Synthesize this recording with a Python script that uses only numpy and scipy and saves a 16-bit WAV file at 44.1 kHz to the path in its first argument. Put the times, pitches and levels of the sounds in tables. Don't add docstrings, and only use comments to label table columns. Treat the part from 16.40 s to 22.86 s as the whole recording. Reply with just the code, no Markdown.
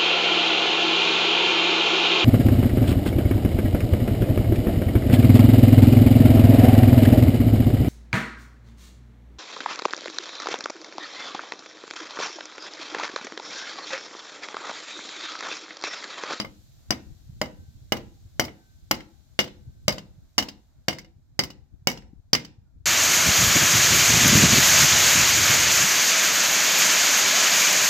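import sys
import numpy as np
from scipy import signal
from scipy.fft import rfft, irfft
from scipy.io import wavfile
from scipy.ndimage import uniform_filter1d

SR = 44100
rng = np.random.default_rng(int(sys.argv[2]) if len(sys.argv) > 2 else 0)


def waveform_to_disk(signal):
    frames = np.transpose(np.atleast_2d(signal))
    scaled = np.clip(frames, -1, 1) * 32767
    samples = np.round(scaled).astype(np.int16)
    wavfile.write(sys.argv[1], SR, samples)


def voltage_ratio(level):
    return 10 ** (np.asarray(level, float) / 20)


N = 284753
SPAN = 8192
TIME, STRIKE_TIME = np.arange(N) / SR, np.arange(SPAN) / SR
SIDES = np.array([[1], [-1]])


def shape(table, hz):
    f, v = np.transpose(table)
    return np.interp(np.log(hz + 1), np.log(f), v)


def tint(x, table):
    hz = np.fft.rfftfreq(x.shape[-1], 1 / SR)
    return irfft(rfft(x) * voltage_ratio(shape(table, hz)), x.shape[-1])


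def unit(x):
    return x / np.sqrt(np.mean(x ** 2))


def tinted_noise(length, table):
    return unit(tint(rng.standard_normal((2, length)), table))


def fade(t, t60):
    return np.exp(-np.log(1000) * t / t60)


def walk(rate):
    k = int(SR / rate)
    held = np.repeat(rng.standard_normal((2, N // k + 1)), k, 1)
    return 1.2 * uniform_filter1d(uniform_filter1d(held, k), k)[:, :N]


def add(out, s, sound):
    i = max(int(s * SR), 0)
    out[:, i:i + SPAN] += sound[:, :N - i]


def blows():
    # (time [s], clack [dB], then against it: thud [dB], gear ring [dB], top [dB])
    mallet_blows = [(0.0004, -18, -11.5, -15, -55), (0.5066, -16.5, -7.5, -12.5, -19.5),
                    (1.0154, -21, -3.5, -8.5, -19.5), (1.5218, -15.5, -5, -10.5, -18),
                    (1.9968, -12.5, -7, -9, -15), (2.5116, -12, -9, -9.5, -16.5),
                    (2.9907, -13, -7.5, -3.5, -26), (3.4813, -9, -12, -12.5, -25),
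                    (3.981, -9.5, -14, -15.5, -20.5), (4.4836, -12, -11.5, -12.5, -25.5),
                    (4.9918, -12, -12, -13.5, -22.5), (5.4719, -9.5, -14, -13.5, -18),
                    (5.9321, -7, -16.5, -14.5, -25)]
    # (time [s], clack [dB], weight over the usual [dB], gear ring over the usual [dB])
    rebounds = [(0.0107, -33.5, 12, 2), (0.047, -44.5, 16.5, 16), (0.5223, -31.5, 4, 15),
                (1.0564, -46, 12.5, 9), (1.5676, -36, 6, 2), (2.0493, -32, -2.5, -12),
                (2.0814, -53, 21.5, 24), (2.6043, -46, 8, 13.5), (2.9996, -16, -19, -15),
                (3.0413, -38.5, 2.5, -2.5), (3.0759, -46, 10.5, 12), (3.4908, -27, 2.5, -14),
                (3.5224, -28.5, -1.5, -4), (3.5813, -32.5, 4.5, 0), (3.985, -13, 1.2, -2),
                (4.024, -28, 2, 0), (4.0853, -29.5, -1.5, -5), (4.4914, -27.5, 5.5, -1),
                (4.5273, -35.5, 3, 5), (4.585, -30.5, -11, 0), (4.646, -52, 2.5, 8),
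                (4.9986, -21, -3.5, 2.5), (5.0358, -26, -6, -4), (5.1024, -37.5, 1.5, -3),
                (5.4794, -31.5, -1.5, -1), (5.5145, -31.5, -5.5, -1), (5.5735, -40, 5, -12),
                (5.6214, -58.5, 1, 18.5), (5.9492, -15.5, 0, 8.5), (6.0476, -36, -5.5, -1)]
    # (time after the blow [s], thud [dB], 2.1 kHz ring [dB], 2.9 kHz ring [dB], top [dB])
    seating = [
        (.01, -11, -13, -11, -20),
        (.045, -1, -12.5, -10, -13.5),
        (0.101, -6.5, -16, -9, -22),
    ]
    tilt_db = 1
    out = np.zeros((4, N))
    for s, db, thud_db, ring_db, top_db in mallet_blows:
        blow = strike(db, thud_db, ring_db - tilt_db, ring_db + tilt_db, top_db,
                      push_s=0.00044, chatter_s=0.00081, grain_db=3.5, crack_db=0.1)
        add(out, s - .0006, blow)
    after, *usual = np.transpose(seating)
    for s, db, weight_db, ring_db in rebounds:
        late = s - max(blow[0] for blow in mallet_blows if blow[0] < s)
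        thud_db, low_db, mid_db, top_db = (np.interp(late, after, c) for c in usual)
        rebound = strike(db, thud_db + weight_db - 9.5, low_db + ring_db, mid_db + 0.66 * weight_db, top_db - 3,
                         push_s=.0008, chatter_s=0.0022, grain_db=2.0, crack_db=-3.5)
        add(out, s - .0005, rebound)
    return out


def strike(db, thud_db, low_db, mid_db, top_db, push_s, chatter_s, grain_db, crack_db):
    # thud, low ring, mid ring, clack, top [Hz]
    column_hz = (1200, 2100, 2900, 5000, 12500)
    colour = list(zip(column_hz, (thud_db + 9.5, low_db + 6.5, mid_db + 6.5, 0, top_db + 18.0)))
    late = np.clip(STRIKE_TIME - .8 * push_s, 0, None)
    grain_levels = np.repeat(rng.uniform(-2, 2, SPAN // 32), 32)
    grains = voltage_ratio(grain_db * uniform_filter1d(grain_levels, 16))
    steel = steel_ring(late, grains, chatter_s, colour)
    broad = (voltage_ratio(crack_db) * crack(late, grains, chatter_s, colour)
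             + bench_thud(push_s, thud_db)
             + voltage_ratio(top_db / 2 - 29.0) * jingle()
             + voltage_ratio(-17.0 + .5 * (low_db + mid_db + 24.5) / 2) * clatter())
    sound = np.vstack([broad + voltage_ratio(-8.5) * steel, broad + voltage_ratio(-22.5) * steel])
    return voltage_ratio(db) * sound * np.clip(8 - 8 * STRIKE_TIME / STRIKE_TIME[-1], 0, 1)


def ring(modes, detune, scatter_db, colour):
    hz, db, t60 = np.tile(np.transpose(modes), 2)[:, :, None]
    a, b, c = rng.standard_normal((3, 2 * len(modes), 1))
    size = voltage_ratio(db + shape(colour, hz) + scatter_db * b) * fade(STRIKE_TIME, t60 * np.exp(0.12 * c))
    return np.sum(size * np.sin(2 * np.pi * hz * (1 + detune * a) * STRIKE_TIME), axis=0)


def bench_thud(push_s, thud_db):
    # (frequency [Hz], level [dB], t60 [s])
    bench_modes = [(97, -9, 0.9), (156, -9.5, 0.42), (193, -11.5, 0.024), (245.5, -8, 0.27),
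                   (286, -14.5, 0.12), (324, -3.5, 0.27), (503, -12, 0.021), (595.3, 2.5, 0.13),
                   (688, 1.5, .04), (803, -3, 0.15), (1133, -6.5, 0.018), (1290, -11, 0.022)]
    # (frequency [Hz], density [dB per Hz])
    rattle_colour = [(60, -32), (150, 3.5), (400, -4), (900, -5), (1600, -19), (3000, -38)]
    t = STRIKE_TIME
    push = -np.sin(np.pi * np.clip(t / push_s, 0, 1)) ** 2
    modes = ring(bench_modes, detune=.07, scatter_db=4, colour=[(100, 0.0031), (1500, 0.021)])
    bench = signal.fftconvolve(push / push.sum(), modes)[:SPAN]
    bench = bench * fade(t, .16)
    mid, side = tinted_noise(SPAN, rattle_colour) * (1 - fade(t, 0.0024)) * fade(t, .12)
    rattle = mid + 0.73 * side * SIDES
    thud = voltage_ratio(9.0) * push - voltage_ratio(-16.5) * bench + voltage_ratio(-8.5) * rattle
    lean = np.gradient(np.roll(thud.mean(0), 9)) * SIDES
    return (thud + voltage_ratio(-1.0) * lean) * voltage_ratio(thud_db + 5.5 + 1.0 * SIDES)


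def steel_ring(late, grains, chatter_s, colour):
    # (frequency [Hz], level [dB], t60 [s])
    steel_modes = [(2070, -3.5, 0.02), (2100, -6, 0.11), (2178, -4, 0.094), (2918, 1, 0.051),
                   (3086, -4, 0.039), (3800, -17.5, 0.092), (4270, -13, 0.035), (4879, -1, .04),
                   (5055, -3.5, 0.043), (5720, -10.5, .035), (5780, -8, 0.053), (6800, -13.5, 0.036),
                   (7080, -21, .04), (7630, -19.5, 0.034), (7960, -24, 0.05), (8300, -27.5, 0.045),
                   (11600, -16, 0.06), (12800, -23, .05), (13330, -19, 0.06), (15300, -12.5, .04)]
    noise = rng.standard_normal((2, SPAN))
    chatter = noise * grains * late * np.exp(-2 * late / chatter_s)
    chatter /= np.sqrt(np.sum(chatter ** 2, 1, keepdims=True))
    clusters = uniform_filter1d(grains, size=90) ** 4 * (1 - fade(late, 0.0069)) * fade(STRIKE_TIME, 0.13)
    ticks = unit(noise[:, ::-1] * clusters) / np.sqrt(SPAN)
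    modes = ring(steel_modes, detune=0.012, scatter_db=0.1, colour=colour)
    return signal.fftconvolve(chatter + voltage_ratio(-9) * ticks, modes[None])[:, :SPAN]


def crack(late, grains, chatter_s, colour):
    # (frequency [Hz], density [dB per Hz])
    crack_colour = [(600, -31), (1000, -4.5), (2100, -11.5), (3000, -8.5), (3700, -10.5), (5200, -10),
                    (7000, -15), (8600, -24.5), (9900, -39.5), (11300, -21.5), (15500, -19.5), (16500, -30)]
    swell = (1 - np.exp(-late / (0.47 * chatter_s))) * np.exp(-late / (4.23 * chatter_s))
    return tint(tinted_noise(SPAN, crack_colour), colour) * swell * grains


def clatter():
    # (frequency [Hz], density [dB per Hz])
    clatter_colour = [(500, -20), (1000, -4.5), (2100, 4), (3300, -6.5), (5500, -7.5), (7500, -15.5),
                      (9000, -22.5), (12000, -51.5)]
    t = STRIKE_TIME
    return tinted_noise(SPAN, clatter_colour) * (1 - fade(t, 0.0096)) * (fade(t, .07) + voltage_ratio(-8.5) * fade(t, 0.17))


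def jingle():
    # (frequency [Hz], density [dB per Hz])
    jingle_colour = [(7000, -33.5), (8900, -5), (10000, -15.5), (11000, -8), (11500, 0.5), (12100, -4),
                     (13500, -4.5), (15700, -0.5), (16500, -22)]
    return tinted_noise(SPAN, jingle_colour) * (1 - fade(STRIKE_TIME, .01)) * fade(STRIKE_TIME, 0.21)


def shed(x):
    # (frequency [Hz], t60 [s])
    shed_t60 = [(100, 0.39), (260, 0.46), (700, 0.29), (1800, 0.35), (5000, 0.32), (8000, 0.33),
                (12000, 0.063)]
    # (frequency [Hz], level [dB])
    shed_colour = [(100, 2), (400, -1), (1500, -10), (3500, -6), (5000, -12), (8000, -12.5), (14000, 0.5)]
    panel_hz, panel_t60_s, panel_db = 820, 0.62, -17
    t = np.arange(4 * SPAN) / SR
    f = np.fft.rfftfreq(4 * SPAN, 1 / SR)

    def band(hz, octaves):
        spectrum = rfft(rng.standard_normal((2, len(t))))
        return irfft(spectrum * np.exp(-(np.log2(f / hz + 1e-9) / octaves) ** 2))

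    echo = 0
    for hz in 60 * 2 ** np.arange(0, 8.6, .5):
        mid, side = band(hz, .3)
        pair = mid + np.clip(hz / 1100, .1, 1) * side * SIDES
        echo = echo + voltage_ratio(shape(shed_colour, hz)) * pair * fade(t, shape(shed_t60, hz))
    panel = band(panel_hz, 0.36) * fade(t, panel_t60_s)
    echo = (echo + voltage_ratio(panel_db) * panel) * np.clip(t / 0.019, 0, 1)
    source = x.mean(0, keepdims=True) + x / 2
    return voltage_ratio(-37.5) * signal.fftconvolve(source, echo, axes=1)[:, :N]


def breeze():
    # (time [s], level [dB])
    breeze_levels = [(0.0, -57.5), (0.83, -55), (0.97, -54), (2.01, -54.5), (2.17, -60.5), (2.53, -55),
                     (2.7, -63), (2.95, -64), (3.13, -58), (3.47, -47), (3.61, -56.5), (3.96, -56),
                     (4.23, -62.5), (5.5, -59.5), (5.63, -53.5), (6.0, -64.5), (6.46, -56.5)]
    # (frequency [Hz], density [dB per Hz])
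    buffet_colour = [(12, -51.5), (20, -9), (59, 1), (86, 0), (130, -4.5), (161, -12), (273, -19.5),
                     (398, -31.5), (500, -35.5), (650, -64), (1100, -120)]
    # (time of the middle [s], level [dB], left minus right [dB], frequency [Hz])
    puffs = [(.4956, -40.5, 5, 81), (0.8986, -32, -5.5, 117), (1.288, -41, 0, 86), (1.422, -45, 0, 90),
             (1.86, -37.5, 0, 72), (3.278, -31.5, 0, 103), (3.46, -36, -0.5, 86.4),
             (3.786, -40.5, -3.5, 121), (4.768, -44.5, 1, 101), (4.93, -47, 0, 110), (5.425, -41.5, 3, 110),
             (5.735, -39, 10.5, 212), (5.795, -44, -2, 55), (5.858, -48.5, -6, 75), (6.188, -41, 5.5, 95),
             (6.412, -42.5, 9, 80)]
    gust_db, sway_db, left_db = 1.65, 2, 1.46
    puff_cycles = 0.58
    wind_db = np.interp(TIME, *np.transpose(breeze_levels)) + gust_db * walk(9)[0]
    sway = left_db + sway_db * walk(5.2)[0]
    lumps = walk(45)
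    eddies = tinted_noise(N, buffet_colour)
    out = eddies * voltage_ratio(wind_db + 4.0 + sway * SIDES / 2 + 3.0 * lumps[0] + 1.6 * lumps)
    for s, db, pan_db, hz in puffs:
        cycles = hz * (TIME - s)
        thump = -np.sin(2 * np.pi * cycles) * np.exp(-(cycles / puff_cycles) ** 2)
        out = out + voltage_ratio(db + pan_db * SIDES / 2) * thump
    return out


def phone_gain():
    # (time [s], level [dB])
    gain = [(0, -72), (2.7, -76), (4.17, -80.5), (4.7, -87), (6.46, -89.5)]
    return np.interp(TIME, *np.transpose(gain))


def microphone_hiss(gain_db):
    # (frequency [Hz], density [dB per Hz])
    hiss_colour = [(1000, -34), (1700, -8.5), (2810, -7.5), (3890, 0), (5070, -3.5), (7210, -2.5),
                   (8980, -14.5), (13900, -8), (15100, -11), (16000, -20.5), (16500, -32)]
    return tinted_noise(N, hiss_colour) * voltage_ratio(gain_db + 7.0 + 0.38 * walk(1.7))


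def shop_hum(gain_db):
    # (frequency [Hz], density [dB per Hz])
    hum_colour = [(120, -25), (200, -10), (456, -17.5), (633, -8.5), (966, -17.5), (1550, -17),
                  (1940, -23.5), (2500, -24.5), (3250, -52.5), (5500, -120)]
    hum_db, gain_share = -75, .4
    mid, side = tinted_noise(N, hum_colour)
    return (mid + .7 * side * SIDES) * voltage_ratio(hum_db + gain_share * (gain_db - gain_db[0]) + 2.2 * walk(8.2))


def machine_whine(gain_db):
    # (time [s], rise [dB])
    swells = [
        (1.2, 15.5),
        (2.251, 17.5),
        (3.3, 16),
    ]
    whine_hz, whine_db, swell_s = 1530, -11, .2
    turn = 2 * np.pi * np.cumsum(whine_hz + 6 * walk(30)[0]) / SR
    load_db = sum(db * np.exp(-((TIME - s) / swell_s) ** 2) for s, db in swells)
    level_db = gain_db + whine_db + load_db + 0.83 * walk(6.2)
    return np.sin(turn + np.array([[0], [2.2]])) * voltage_ratio(level_db)


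def squeak():
    start_s, rise_s, t60_s, level_db = 6.235, 0.033, 0.37, -74.5
    squeak_hz, sag_hz, lowest_s = 1570, 180, .1
    late = np.clip(TIME - start_s, 0, None)
    sag = late / lowest_s * np.exp(1 - late / lowest_s)
    turn = 2 * np.pi * np.cumsum(squeak_hz - sag_hz * sag + 25 * walk(120)[0]) / SR
    swell = np.clip(late / rise_s, 0, 1) ** 2 * fade(late, t60_s)
    return np.sin(turn) * swell * voltage_ratio(level_db + 3 * walk(71))


def background():
    gain_db = phone_gain()
    return microphone_hiss(gain_db) + shop_hum(gain_db) + machine_whine(gain_db) + squeak()


def scene():
    near, far = np.split(blows(), 2)
    bass_cut = signal.butter(2, 95, "high", fs=SR, output="sos")
    heard = signal.sosfilt(bass_cut, near + shed(far))
    return heard + breeze() + background()


def roll_off(x):
    return signal.sosfilt(signal.butter(12, 16990, fs=SR, output="sos"), x)


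def record(dry):
    top_cut = signal.ellip(8, .5, 40, 15950, fs=SR, output="sos")
    mix = signal.sosfilt(top_cut, np.tanh(dry))
    return roll_off(mix)


dry = scene()
out = record(dry)
waveform_to_disk(out)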